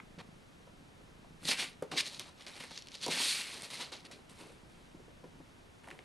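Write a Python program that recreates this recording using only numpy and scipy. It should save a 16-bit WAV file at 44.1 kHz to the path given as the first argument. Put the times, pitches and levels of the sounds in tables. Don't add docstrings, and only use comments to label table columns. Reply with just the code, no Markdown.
import sys
import numpy as np
from scipy import signal
from scipy.fft import rfft, irfft, next_fast_len
from scipy.io import wavfile
from scipy.ndimage import map_coordinates

SR = 44100
rng = np.random.default_rng(int(sys.argv[2]) if len(sys.argv) > 2 else 0)


def attenuation_scalar(level_db):
    decades = np.asarray(level_db, float) / 20
    return 10 ** decades


def materialize(psi):
    bounded = np.clip(np.atleast_2d(psi).T, -1, 1)
    quanta = np.round(bounded * 32767).astype(np.int16)
    wavfile.write(sys.argv[1], SR, quanta)


N = 266692
t = np.arange(N) / SR

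# frequency in Hz, relative density in dB per Hz.
HISS_SPECTRUM = [(20, -16), (75, -3), (160, -4.5), (320, -6), (630, -11), (910, -13), (1800, -17),
                 (4000, -21.5), (11700, -31), (13000, -51)]
# frequency in Hz, correlation from 0 to 1.
HISS_LIKENESS = [(30, 0.56), (130, 0.78), (300, 0.0057), (3000, 0.015)]
# time in seconds, level in dB.
RUMBLE_LEVEL = [(0, -67), (.9, -67), (1.4, -65), (2.0, -73), (4.2, -75), (4.68, -64), (5.0, -64.5),
                (5.7, -70.5), (6.05, -72)]
# frequency in Hz, t60 in seconds.
ROOM_DECAY = [(200, 0.23), (2000, 0.22), (10000, 0.054)]
# time in seconds, rate in pulses per second, level in dB.
PURR_COURSE = [(0, 27.5, -62.5), (.33, 27, -59), (.5, 27, -79), (.75, 26.6, -66), (1.0, 26, -66.5),
               (1.4, 26.4, -63), (2.4, 29.4, -72), (3.6, 21.7, -74), (4.199, 27.5, -68), (4.7, 29, -71),
               (5.3, 26.3, -63.5), (6.05, 26, -80)]
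# centre in Hz, width of one pass in Hz.
CHEST_MODE = (165.5, 126)
# peak time in seconds, peak level in dB, seconds to rise 20 dB,
# seconds to fall 20 dB; times too short or negative are raised to a floor in swell().
TOWEL_SHOVES = [(1.46, -53.5, -0.1, 0.2), (1.95, -54.5, -0.08, 0.17), (3.55, -56, -0.02, 0.16),
                (4.07, -59.5, 0, 0.17), (4.41, -58, 0, 0.17), (4.51, -54, 0.12, -0.02),
                (4.97, -58, -0.18, 0.06), (5.09, -56.5, -0.12, 0.05), (5.26, -55.5, -0.05, 0),
                (5.9, -53, -0.17, .1)]
# centre in Hz, width of one pass in Hz.
TOWEL_MODE = (380, 320)
# start in seconds, level in dB, tone struck hardest in Hz,
# t60 in seconds of a mode at 400 Hz.
PANEL_BUMPS = [(0.179, -38, 180, 0.03), (.19, -39, 510, 0.029), (.672, -44.5, 600, 0.068),
               (.795, -49.5, 290, 0.13), (1.004, -51, 425, 0.1), (1.244, -42, 905, 0.032),
               (1.429, -46, 200, 0.12), (1.452, -35, 195, 0.046), (1.823, -22, 527, 0.046),
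               (1.922, -38, 393, 0.063), (1.935, -35, 289, 0.095), (3.064, -23.5, 570, 0.047),
               (3.081, -23, 604, 0.043), (3.086, -28, 290, 0.067), (3.2, -27.5, 1200, 0.056),
               (3.918, -47, 410, 0.086), (4.103, -41.5, 576, 0.037), (4.155, -46, 550, .03),
               (4.187, -46, 550, .03), (4.945, -42, 200, 0.057), (4.996, -42.5, 400, 0.044),
               (5.079, -46, 464, 0.053), (5.234, -45, 170, 0.046), (5.239, -37, 390, 0.065),
               (5.401, -38, 190, .05), (5.875, -35, 704, 0.04), (5.886, -41.5, 328, .06),
               (5.926, -41, 160, 0.038), (5.992, -38, 493, 0.027)]
# frequency in Hz, level in dB, width in Hz before drags broaden it.
PANEL_MODES = [(160, -2, 42), (290, -1, 64), (510, -0.5, 58), (718.5, -0.5, 54), (947, 0, 110),
               (1313, -7.5, 330)]
# start in seconds,
# peak of the ring in dB, ring in Hz, treble peak in dB relative to the ring.
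CLAW_CATCHES = [(0.001, -38, 1730, -32), (0.187, -50, 2110, -14), (1.4304, -45.5, 1230, -16),
                (1.4533, -24, 4220, -22), (1.4894, -23, 4510, -18), (1.824, -43, 1160, 3.5),
                (1.917, -31.5, 1320, -15), (2.1954, -28.5, 3560, -5), (2.409, -40, 3990, -26),
                (2.4223, -40, 3970, -29), (2.466, -34, 3670, -26), (2.4822, -36, 3460, -25),
                (2.565, -38, 4010, -20), (2.605, -34, 2850, -25), (2.758, -38, 4140, -25),
                (2.776, -31.5, 3990, -17), (2.788, -35, 4930, -26), (2.823, -34, 4240, -25),
                (2.8716, -37, 3620, -11), (2.8854, -33.5, 4070, -26), (2.9183, -37, 4200, -25),
                (2.9525, -32, 3946, -25), (2.9714, -44, 3940, -21), (3.014, -35, 4630, -21),
                (3.0634, -21.5, 5920, -35), (3.0809, -28, 3960, -5), (3.621, -34, 3980, 0.5),
                (3.703, -36, 4100, -8), (4.0533, -40, 4100, -14), (4.297, -46, 3089, 0),
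                (5.8435, -43.5, 1815, -33), (5.874, -44, 1724, -11.5), (5.886, -40, 2010, -7),
                (5.9042, -38, 2010, -11.5), (5.9125, -36.5, 1950, -19), (5.9905, -37.5, 2390, -31)]
# peak time in seconds, peak level in dB,
# seconds to rise 20 dB, seconds to fall 20 dB (both floored in swell()), drumming of the panel
# in dB over the drag.
CLAW_STROKES = [(1.492, -32.5, .03, 0.0672, -28), (1.517, -30, 0.0624, 0.0516, -13.5),
                (1.601, -34, 0.04, 0.0845, -12), (1.635, -38.5, .07, 0.04, -11),
                (1.981, -29.5, 0.0184, 0.0451, -19), (2.01, -31, 0.05, -0.0041, -20),
                (2.074, -41.5, 0.07, 0.04, -17.5), (2.144, -49, 0.1, 0.11, -11.5),
                (2.294, -58.5, 0.25, 0.04, -1.5), (2.414, -57.5, .066, 0.12, -1),
                (2.577, -52, 0.11, 0.15, -6.5), (2.638, -45, 0.0041, 0.03, -7),
                (2.769, -50.5, 0.16, 0.1, -14.5), (2.881, -62, -1, -2.2, -16),
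                (2.956, -47.5, 0.05, 0.02, -10.5), (3.035, -37, 0.0238, 0.08, -14),
                (3.112, -35.5, 0.0237, .25, -11), (3.22, -35, 0.1225, 0.3957, -16.5),
                (3.31, -35, 0.2831, 0.1581, -40.5), (3.42, -42.5, 0.22, 0, -17.5),
                (3.542, -49.5, 0.12, 0.19, -4.5), (3.631, -45, -0.01, 0.0658, -6),
                (3.734, -45.5, -0.09, 0.15, -8.5), (3.813, -39.5, 0.04, 0.0755, -7.5),
                (4.113, -49.5, 0, 0.0748, -10), (4.405, -57, 0.05, 0.21, 0), (4.52, -61.5, -0.07, 0.01, 3),
                (4.746, -70, 0.14, 0.5, -13), (5.835, -63.5, -0.36, 0.15, 6), (5.908, -59, -0.19, 0.08, 3),
                (6.0, -76, .1, 0.5, -2)]
# start in seconds, level in dB, hold in seconds, seconds to
# fall 20 dB (floored in swell()), drumming of the panel in dB over the drag.
CLAW_SWIPES = [(0.184, -52.5, 0.025, 0.01, 3), (1.433, -61, 0, -0.2, -7), (1.45, -45.5, 0, 0.05, -12.5),
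               (1.823, -64, 0, 0, 8.5), (1.913, -41, 0.00058, 0.0662, -1.5), (2.192, -46, .005, .054, -7),
               (2.463, -51.5, 0.018, 0.1, -4.5), (2.598, -49, 0.012, 0.1, -8),
               (2.706, -49.5, 0.0086, -0.01, -2.5), (2.819, -50, 0, 0, -10),
               (3.701, -48, 0.025, 0.12, -6.5), (3.917, -46, 0.015, 0.0842, -6.5),
               (4.044, -56, 0.022, -0.03, -1), (4.291, -61, 0.0058, 0.24, -3.5)]
# frequency in Hz, relative density in dB per Hz.
CLAW_SPECTRUM = [(600, -29.5), (1600, -11), (2200, -4), (3200, -2.5), (4200, 0), (5200, -6), (6850, -6),
                 (9100, -5.5), (10500, -12.5), (12000, -17.5), (13000, -48)]
# time in seconds, treble in dB relative to the body of the drag,
# part under 3 kHz in dB relative to the bright part.
SCRAPE_COLOUR = [(.2, -24, 2.5), (1.44, -3.5, -5), (1.49, -9, -9.5), (1.53, -10.5, 0), (1.65, -10, -0.5),
                 (1.92, -15, -3.5), (2.07, -10.5, -8), (2.3, -11, -4), (2.63, -9, 1), (2.77, -15.5, -8.5),
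                 (3.04, -12, -8.5), (3.17, -9.5, -1), (3.23, -6, -8.5), (3.45, -8, -2), (3.7, -6.5, -3.5),
                 (3.95, -15, -4.5), (4.3, -6, -1.5), (5.9, -7, 6)]

RISE_ROUND, FALL_ROUND = 1.25, 0.95
LAND_S = 0.003
RATTLE_S = 0.013
TOP_HZ = 12650


def unit(x):
    return x / np.sqrt(np.mean(x ** 2) + 1e-20)


def along(points, hz):
    f, v = np.transpose(points)
    return np.interp(np.log(hz + 1), np.log(f + 1), v)


def wobble(rate):
    return map_coordinates(rng.standard_normal(int(N * rate / SR) + 4), [t * rate])


def filtered(x, response):
    m = next_fast_len(x.shape[-1] + 8192)
    spectrum = rfft(x, m) * response(np.fft.rfftfreq(m, 1 / SR))
    return irfft(spectrum, m)[..., :x.shape[-1]]


def mode(f, hz, width):
    return 1j * f * width / (hz * hz - f * f + 1j * f * width)


def above(f, hz):
    return 1 / (1 + (hz / (f + 1)) ** 8)


def causal(gain):
    c = irfft(np.log(gain + 1e-6))
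    c[1:len(c) // 2] *= 2
    c[len(c) // 2 + 1:] = 0
    return np.exp(rfft(c))


def claw(x, share):
    return filtered(x, lambda f: causal(attenuation_scalar(along(CLAW_SPECTRUM, f)) * share(f)))


def swell(s, rise_s, hold_s, fall_s):
    rising = np.maximum(s - t, 0) / max(rise_s, .001)
    falling = np.maximum(t - s - max(hold_s, 0), 0) / max(fall_s, .005)
    return attenuation_scalar(-40 * (rising ** RISE_ROUND + falling ** FALL_ROUND))


def hiss():
    turn = lambda f: np.arccos(np.clip(along(HISS_LIKENESS, f), -1, 1)) / 2
    pair = rng.standard_normal((2, N))
    split = lambda f: attenuation_scalar(along(HISS_SPECTRUM, f)) * [np.cos(turn(f)), np.sin(turn(f))]
    mid, side = filtered(pair, split)
    return attenuation_scalar(-58.5) * unit(np.array([mid + side, mid - side]))


def rumble():
    deep = filtered(rng.standard_normal((3, N)), lambda f: mode(f, 23, 40) ** 2)
    own, shared = deep[:2], deep[2]
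    return attenuation_scalar(np.interp(t, *np.transpose(RUMBLE_LEVEL))) * unit(own + 1.9 * shared)


def room(x):
    hz, u, z = signal.stft(rng.standard_normal((2, SR // 3)), SR, nperseg=256)
    decay = attenuation_scalar(-60 * u / along(ROOM_DECAY, hz)[:, None])
    mid, side = signal.istft(z * decay, SR, nperseg=256)[1]
    tail = mid + 0.6 * np.array([side, -side])
    tail = tail / np.linalg.norm(tail[0])
    delayed = np.pad(x, (130, 0))[None]
    return signal.fftconvolve(delayed, tail, axes=1)[:, :N]


def purr():
    s, rate, db = np.transpose(PURR_COURSE)
    uneven_rate = np.interp(t, s, rate) * (1 + 0.009 * wobble(24))
    cycles = np.cumsum(uneven_rate) / SR + 0.093
    pulses = np.diff(np.floor(cycles), prepend=0) * attenuation_scalar(1.8 * wobble(28))
    thud = filtered(pulses, lambda f: mode(f, *CHEST_MODE) ** 2)
    return unit(thud) * attenuation_scalar(np.interp(t, s, db))


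def towel():
    power = sum(attenuation_scalar(2 * db) * swell(s, rise_s, 0, fall_s) for s, db, rise_s, fall_s in TOWEL_SHOVES)
    lumps = rng.standard_normal(N) * attenuation_scalar(4.8 * wobble(60))
    return np.sqrt(power) * unit(filtered(lumps, lambda f: mode(f, *TOWEL_MODE) ** 2))


def bumps():
    out, u = np.zeros(N + SR), t[:SR // 4]
    for s, db, tone_hz, t60 in PANEL_BUMPS:
        fade_db = -60 * u / max(t60, .01)
        ring = 0
        for hz, level_db, _ in PANEL_MODES:
            reach_db = -8 * abs(np.log2(hz / tone_hz))
            detuned_hz = hz * (1 + .02 * rng.normal())
            decay_db = fade_db * (hz / 400) ** 0.45
            mode_db = level_db + reach_db + rng.normal(0, 2.6) + decay_db
            ring = ring + attenuation_scalar(mode_db) * np.sin(2 * np.pi * detuned_hz * u)
        noise = rng.standard_normal(len(u))
        puff = unit(filtered(noise, lambda f: mode(f, 0.88 * tone_hz, 0.21 * tone_hz)))
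        thump = ring / np.abs(ring).max() + 0.2 * puff * attenuation_scalar(0.52 * fade_db)
        soft_onset = 1 - np.exp(-u / 0.0011)
        out[round(s * SR):][:len(u)] += attenuation_scalar(db) * thump * soft_onset
    return out[:N]


def catches():
    out, u = np.zeros(N + SR), t[:SR // 10]
    peak = lambda x: x / np.abs(x).max()
    for s, db, hz, treble_db in CLAW_CATCHES:
        rattle = .16 * rng.standard_normal(len(u)) * attenuation_scalar(-60 * u / RATTLE_S)
        rattle[0] += 1
        body = filtered(rattle, lambda f: mode(f, hz, 1.2 * hz) ** 2 * (1 - above(f, 1.8 * hz)))
        treble = claw(rattle, lambda f: above(f, 6700))
        out[round(s * SR):][:len(u)] += attenuation_scalar(db) * (peak(body) + attenuation_scalar(treble_db) * peak(treble))
    return out[:N]


def strokes():
    drag, drumming = 1e-10, 1e-10
    rows = [(s, db, rise_s, 0, fall_s, drum_db) for s, db, rise_s, fall_s, drum_db in CLAW_STROKES]
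    rows += [(s + LAND_S, db, LAND_S, *rest) for s, db, *rest in CLAW_SWIPES]
    for s, db, rise_s, hold_s, fall_s, drum_db in rows:
        power = attenuation_scalar(2 * db) * swell(s, rise_s, hold_s, fall_s)
        drag = drag + power
        drumming = drumming + attenuation_scalar(2 * drum_db) * power
    drag_db, drum_db = 10 * np.log10(drag), 10 * np.log10(drumming)
    s, *shares = np.transpose(SCRAPE_COLOUR)
    treble_db, dull_db = [np.interp(t, s, c) for c in shares]

    spread = np.clip(.25 - .012 * (drag_db + 38), .12, 1)
    ridges = attenuation_scalar(0.48 * wobble(60)) * np.exp(0.19 * spread * wobble(500))

    def slips():
        skips = np.exp(spread * (0.79 * wobble(700) - 0.69 * spread))
        return rng.standard_normal(N) * ridges * skips

    dull = unit(claw(slips(), lambda f: 1 - above(f, 3050)))
    bright = unit(claw(slips(), lambda f: above(f, 2800) * (1 - above(f, 6700))))
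    treble = unit(claw(slips(), lambda f: above(f, 7400)))
    body = (attenuation_scalar(dull_db) * dull + bright) / np.sqrt(1 + attenuation_scalar(2 * dull_db))

    def panel(f):
        return sum((-1) ** k * attenuation_scalar(db) * mode(f, hz, 2.8 * width)
                   for k, (hz, db, width) in enumerate(PANEL_MODES))

    drum = filtered(rng.standard_normal(N) * attenuation_scalar(2.8 * wobble(80)), panel)
    return attenuation_scalar(drag_db) * (body + attenuation_scalar(treble_db) * treble) + attenuation_scalar(drum_db) * unit(drum)


def scene():
    kitten = strokes() + catches() + bumps() + towel() + purr()
    return kitten + attenuation_scalar(-12) * room(kitten) + hiss() + rumble()


def side_masked(x):
    mid_side = np.array([x[0] + x[1], x[0] - x[1]]) / 2
    hz, _, (mid, side) = signal.stft(mid_side, SR, nperseg=1024)
    power_db = 10 * np.log10(np.sum(np.abs(mid) ** 2, axis=0) + 1e-12)
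    loud = np.clip((power_db + 58) / 19, 0, 1)
    top_hz, low_hz = 3900 * 0.21 ** loud, 250 * loud ** 3
    side = side * ((hz[:, None] < top_hz) & (hz[:, None] >= low_hz))
    mid = mid * attenuation_scalar(-9 * loud * (hz[:, None] < 90))
    mid, side = signal.istft(np.array([mid, side]), SR, nperseg=1024)[1][:, :N]
    return np.array([mid + side, mid - side])


def low_pass(x):
    return signal.sosfilt(signal.butter(12, 13350, fs=SR, output="sos"), x)


def record(dry):
    limited = filtered(dry, lambda f: f < TOP_HZ)
    mix = side_masked(limited)
    return low_pass(mix)


dry = scene()
out = record(dry)
materialize(out)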